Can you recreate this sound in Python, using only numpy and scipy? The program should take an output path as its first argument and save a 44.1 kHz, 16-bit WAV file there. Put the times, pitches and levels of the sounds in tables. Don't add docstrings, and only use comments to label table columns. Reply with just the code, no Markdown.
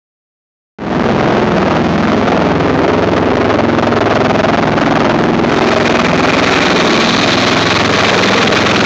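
import sys
import numpy as np
from scipy import signal
from scipy.fft import rfft, irfft, next_fast_len
from scipy.io import wavfile
from scipy.ndimage import uniform_filter1d, minimum_filter1d

SR = 44100
rng = np.random.default_rng(int(sys.argv[2]) if len(sys.argv) > 2 else 0)


def materialize(psi):
    bounded = np.clip(np.atleast_2d(psi).T, -1, 1)
    quanta = np.round(bounded * 32767).astype(np.int16)
    wavfile.write(sys.argv[1], SR, quanta)


N = 390285
TIME = np.arange(N) / SR


def from_db(db):
    return 10 ** (np.asarray(db) / 20)


def unit_power(x):
    return x / np.sqrt(np.mean(x ** 2) + 1e-20)


def in_time(rows):
    seconds, *columns = np.transpose(rows)
    return [np.interp(TIME, seconds, column) for column in columns]


def bell(offset, width):
    return np.exp(-(offset / width) ** 2)


def drift(rate_hz):
    step, warm_up = 40, 2000
    pole = np.exp(-2 * np.pi * rate_hz * step / SR)
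    noise = rng.standard_normal(N // step + warm_up + 2)
    slow = signal.lfilter([1], [1, -2 * pole, pole * pole], noise)[warm_up:]
    return np.interp(np.arange(N) / step, np.arange(len(slow)), unit_power(slow))


def coloured(noise, spectrum):
    size = next_fast_len(N)
    hz, db = np.transpose(spectrum)
    bin_hz = np.maximum(np.fft.rfftfreq(size, 1 / SR), 1)
    gain = from_db(np.interp(np.log(bin_hz), np.log(hz), db))
    return unit_power(irfft(rfft(noise, size) * gain, size)[:N])


def shaped_noise(spectrum):
    return coloured(rng.standard_normal(N), spectrum)


def since(cycles):
    return (cycles + .5) % 1 - .5


def eddies(cycles, spectrum, memory, points=2048):
    fresh = rng.standard_normal((int(cycles[-1]) + 2, points))
    swirls = signal.lfilter([1], [1, -memory], fresh, axis=0).ravel()
    return coloured(np.interp(cycles * points, np.arange(swirls.size), swirls), spectrum)


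# time in seconds, angle from the aircraft's nose to the microphone in degrees.
HEADING = [(.8, 16.4), (3.3, 21), (4.4, 30.8), (5.3, 32.6), (6.1, 43.3), (7, 55.8), (7.7, 63.1),
           (8.85, 64.3)]
def flight(blade_hz=21.421, sag_hz_per_s=.0413):
    heading, = in_time(HEADING)
    return heading, np.cumsum(blade_hz - sag_hz_per_s * TIME) / SR


def thump(cycles, width):
    phase = since(cycles) / width
    return phase * np.exp((1 - phase ** 2) / 2)


def slaps(cycles, lead=.0281, spacing=.175, width=.0202):
    out = 0
    for delay, db in ((0, .5), (spacing, -4.5)):
        phase = since(cycles + lead - delay) / width
        out += from_db(db) * (phase ** 2 - 1) * np.exp(-phase ** 2 / 2)
    return out


# time in seconds, near rotor gain in dB,
# far rotor gain in dB, delay of the far thump in cycles, hum level in dB.
THUMP_CHANGES = [(.8, 0, 0, .41, -20), (2.2, 0, 0, .41, -19), (3.2, 0, 0, .405, -16.5),
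                 (3.8, 0, .5, .412, -16.5), (5.1, 0, .5, .416, -16), (5.8, -1, 2, .39, -18.5),
                 (6.4, -1, .5, .394, -18.5), (7, 0, -1, .41, -16.5), (7.6, -.5, -1, .41, -14.5),
                 (8.85, -1, -.5, .41, -16)]
def rotors(cycles, heading, meet_deg=44, slide_cycles_per_deg=.01, hum_harmonic=5):
    near_db, far_db, far_delay, hum_db = in_time(THUMP_CHANGES)
    far = cycles - far_delay
    near = far + slide_cycles_per_deg * (meet_deg - heading)
    near_rotor = from_db(near_db) * thump(near + .001 * drift(9), width=.0586)
    far_rotor = from_db(far_db) * (from_db(-4.5) * thump(far, width=.0504) + slaps(far))
    hum = from_db(hum_db) * np.sin(2 * np.pi * hum_harmonic * far)
    return (near_rotor + far_rotor + hum) * from_db(1.3 * drift(2.16)), near, far


# pitch in Hz, level in dB.
VORTEX_SPECTRUM = [(250, 0), (480, -2), (615, 9.5), (780, 3.5), (950, -4), (1250, 1), (1500, -4),
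                   (2000, -27), (3500, -48.5), (7000, -49)]
# start in seconds, relative level in dB, pitch in Hz.
BARK_HITS = [(1.005, -5, 660), (1.976, 0.5, 697), (2.269, -5, 587), (2.316, -2.5, 705), (2.374, -2, 633),
             (2.878, 1, 645), (3.164, -5, 1212), (3.368, -3.5, 611), (3.825, -10, 624), (4.005, 0.5, 630),
             (4.098, -5.5, 785), (4.43, -1, 808), (4.572, -2, 620), (4.622, -4, 635), (4.655, -1.5, 610),
             (4.813, 3, 626), (5.761, 4, 634), (5.895, -1, 630), (5.989, 0.5, 1260), (6.13, -1, 650),
             (6.325, 0, 641), (8.124, 3, 607), (8.514, 1, 606)]
def barks(gain_db=-1.5, rise_s=.0024, ring_share=.64, swell_db=6, swell_lead_s=.0042):
    out, noise = np.zeros(N), shaped_noise(VORTEX_SPECTRUM)
    for start, db, hz in BARK_HITS:
        span = slice(int((start - 4 * swell_lead_s) * SR), int((start + 10 * rise_s) * SR))
        age = np.maximum(TIME[span] - start, 0)
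        ring = np.sqrt(2) * np.sin(2 * np.pi * hz * age)
        burst = from_db(db + gain_db) * age / rise_s * np.exp(1 - age / rise_s)
        out[span] += from_db(swell_db) * bell(TIME[span] - start + swell_lead_s, width=.0027)
        out[span] += burst * (ring_share * ring + (1 - ring_share) * noise[span])
    return out


def drone(cycles, pitch_hz, blade_hz=21.421, delay_cycles=.1308, decay_cycles=.36):
    age = (cycles - delay_cycles) % 1
    swell = np.exp(-age / decay_cycles) * np.sqrt(np.sin(np.pi * age))
    return -unit_power(swell * np.sin(2 * np.pi * pitch_hz * age / blade_hz))


# pitch in Hz, level in dB.
CHURN_SPECTRUM = [(40, -8), (100, -2), (180, .5), (235, 1.5), (285, 4.5), (340, 5.5), (415, 3.5),
                  (500, -12.5), (620, -5.5), (800, -14.5), (1300, -29), (2500, -55.5), (6000, -96.5)]
RUMBLE_SPECTRUM = [(60, -28), (125, -10), (165, 0.5), (215, -5), (300, -11.5), (700, -58.5)]
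# time in seconds, depth of the lull between thumps from
# 0 to 1, rumble, churn and drone levels in dB, drone pitch in Hz, crackle and crack levels in dB.
WAKE_CHANGES = [(.8, .05, -4.5, -11, -29, 175, -16.5, -27), (2.2, 0, -7, -10.5, -28.5, 175, -14, -27),
                (3.1, .42, -13, -9, -23, 330, -20, -19), (3.8, .58, -19, -9.5, -22, 340, -14.5, -15.5),
                (4.6, .78, -19, -8.5, -23.5, 335, -9.5, -7.5), (5.05, .68, -18, -9.5, -25, 250, -10.5, -10),
                (5.3, .45, -16, -10, -23, 240, -16.5, -15), (5.9, .15, -10, -10, -14.5, 245, -10.5, -10),
                (6.9, .35, -12, -9, -22, 300, -16.5, -21), (7.7, .4, -12.5, -13.5, -30, 220, -14, -12.5),
                (8.5, .55, -7.5, -12.5, -22, 225, -12, -3)]
def wake(cycles, far, onset_cycles=.13):
    depth, rumble_db, churn_db, drone_db, drone_hz, crackle_db, crack_db = in_time(WAKE_CHANGES)
    churn = from_db(churn_db) * eddies(cycles, CHURN_SPECTRUM, memory=.78)
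    tone = from_db(drone_db + 1.5 * drift(6.9)) * drone(far, drone_hz)
    rumble = from_db(rumble_db) * eddies(cycles, RUMBLE_SPECTRUM, memory=.858)
    crackle = from_db(crackle_db + 1.66 * drift(40)) * eddies(cycles, VORTEX_SPECTRUM, memory=.53)
    age = (far - onset_cycles) % 1
    lull = depth * np.sin(np.pi / 2 * age) ** 2
    return (churn + tone + rumble + crackle) * (1 - lull), lull, crack_db


# pitch in Hz, level in dB.
CRACK_SPECTRUM = [(300, -7), (650, -1), (1400, 5.5), (2400, -8.5), (3800, -21), (7000, -22.5)]
# delay after the thump in cycles, relative level in dB.
CRACK_HITS = [(.07, -2.5), (0.238, -4)]
def cracks(cycles, decay_cycles=.028, scatter_db=5):
    bursts = sum(from_db(db) * np.exp(-((cycles - delay) % 1) / decay_cycles)
                 for delay, db in CRACK_HITS)
    return bursts * from_db(scatter_db * drift(13)) * shaped_noise(CRACK_SPECTRUM)


# pitch in Hz, level in dB.
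WHOP_SPECTRUM = [(130, -10), (235, 3), (320, -14), (450, 3), (560, -9), (900, -35)]
CLATTER_SPECTRUM = [(500, -21.5), (1000, -5), (1450, 1.5), (2500, -1), (3300, -2), (5000, -18)]
# time in seconds, level in dB.
CLATTER_GROWTH = [(7.2, -40), (7.7, -20), (8.1, -3), (8.85, -5)]
def clatter(cycles, delay_cycles=.492, whop_lead_cycles=.08, whop_db=3):
    level_db, = in_time(CLATTER_GROWTH)
    swell = bell(since(cycles + whop_lead_cycles), width=.17)
    whop = from_db(whop_db) * swell * eddies(cycles, WHOP_SPECTRUM, memory=.6)
    burst = bell(since(cycles - delay_cycles), width=.07)
    return from_db(level_db + 2 * drift(10)) * (burst * shaped_noise(CLATTER_SPECTRUM) + whop)


# pitch in Hz, level in dB.
ROAR_SPECTRUM = [(100, 8.5), (400, 17), (800, 13.5), (950, 11.5), (1130, 15), (1360, 15.5), (1550, 13),
                 (2000, 12.5), (2450, 14.5), (2900, 3.5), (3800, -5), (5000, -18), (6500, -6.5), (10000, 1)]
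HISS_SPECTRUM = [(2000, -36), (3100, -6), (3800, -1), (4300, -4), (4800, -13), (5500, -14.5), (9000, -24.5)]
RASP_SPECTRUM = [(1000, -14), (1700, -4.5), (2200, -4.5), (2470, 1.5), (2750, -17), (4000, -40)]
# pitch in Hz, level in dB compared with the roar.
WHINE_TONES = [(1122, -13.7), (2330, -23), (2466, -16.5)]
def turbines(heading, exhaust_deg=35.3, rasp_deg=46.3, hiss_deg=58.6, nearing_db_per_s=.8152):
    hiss_db = -12 + 9 * bell(heading - hiss_deg, width=8.3)
    rasp_gain = from_db(-5.5) * bell(heading - rasp_deg, width=7.5)
    out = shaped_noise(ROAR_SPECTRUM)
    out += from_db(hiss_db) * shaped_noise(HISS_SPECTRUM)
    out += rasp_gain * shaped_noise(RASP_SPECTRUM)
    for hz, db in WHINE_TONES:
        turns = np.cumsum(hz * (1 + .005 * drift(8.46))) / SR
        out += np.sqrt(2) * from_db(db + 3 * drift(3.3)) * np.sin(2 * np.pi * turns)
    in_view = 1 / (1 + np.exp((exhaust_deg - heading) / 1.9))
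    level_db = -36.5 + 19.5 * in_view + nearing_db_per_s * TIME
    flicker_db = 4 * drift(88)
    return out * from_db(level_db + flicker_db)


def scene():
    heading, cycles = flight()
    thumps, near, far = rotors(cycles, heading)
    churning, lull, crack_db = wake(cycles, far)
    engines = turbines(heading) * (1 - .5 * lull)
    cracking = from_db(crack_db) * cracks(far)
    return (thumps + barks() + churning + cracking + clatter(near) + engines)[None]


def cut(x, order, hz, keep):
    return signal.sosfilt(signal.butter(order, hz, keep, fs=SR, output="sos"), x)


def bass_cut(x, corner_hz, q):
    w = 2 * np.pi * corner_hz
    return signal.lfilter(*signal.bilinear([1, 0, 0], [1, w / q, w * w], SR), x)


def limiter(x, threshold_db):
    detected = np.abs(uniform_filter1d(x, size=5)) + 1e-9
    gain = np.minimum(1, from_db(threshold_db) / detected)
    held = minimum_filter1d(gain, size=23)
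    return x * uniform_filter1d(uniform_filter1d(held, size=17), size=15)


def record(dry, drive_db=23.5, start_s=.786, start_gain=.18, fade_s=.23, ceiling=.72):
    treble_leak = from_db(-10) * cut(dry, 1, 1800, "high")
    hiss = from_db(-32) * rng.standard_normal(dry.shape)
    overloaded = np.tanh(from_db(drive_db) * dry) + treble_leak + hiss
    thinned = from_db(-5.4) * bass_cut(overloaded, corner_hz=170, q=.6)
    rounded = from_db(1) * np.tanh(thinned / from_db(1))
    fade_in = (TIME >= start_s) * np.minimum(1, start_gain + (1 - start_gain) * (TIME - start_s) / fade_s)
    softened = cut(fade_in * rounded, 1, 4200, "low")
    dulled = cut(softened, 10, 6800, "low")
    limited = limiter(dulled, threshold_db=-3.39 + .17 * drift(60))
    clipped = np.clip(limited, -ceiling, ceiling)
    centred = cut(clipped, 2, 25, "high")
    top_cut = signal.ellip(10, .1, 70, 16000, fs=SR, output="sos")
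    return signal.sosfilt(top_cut, centred)


dry = scene()
out = record(dry)
materialize(out)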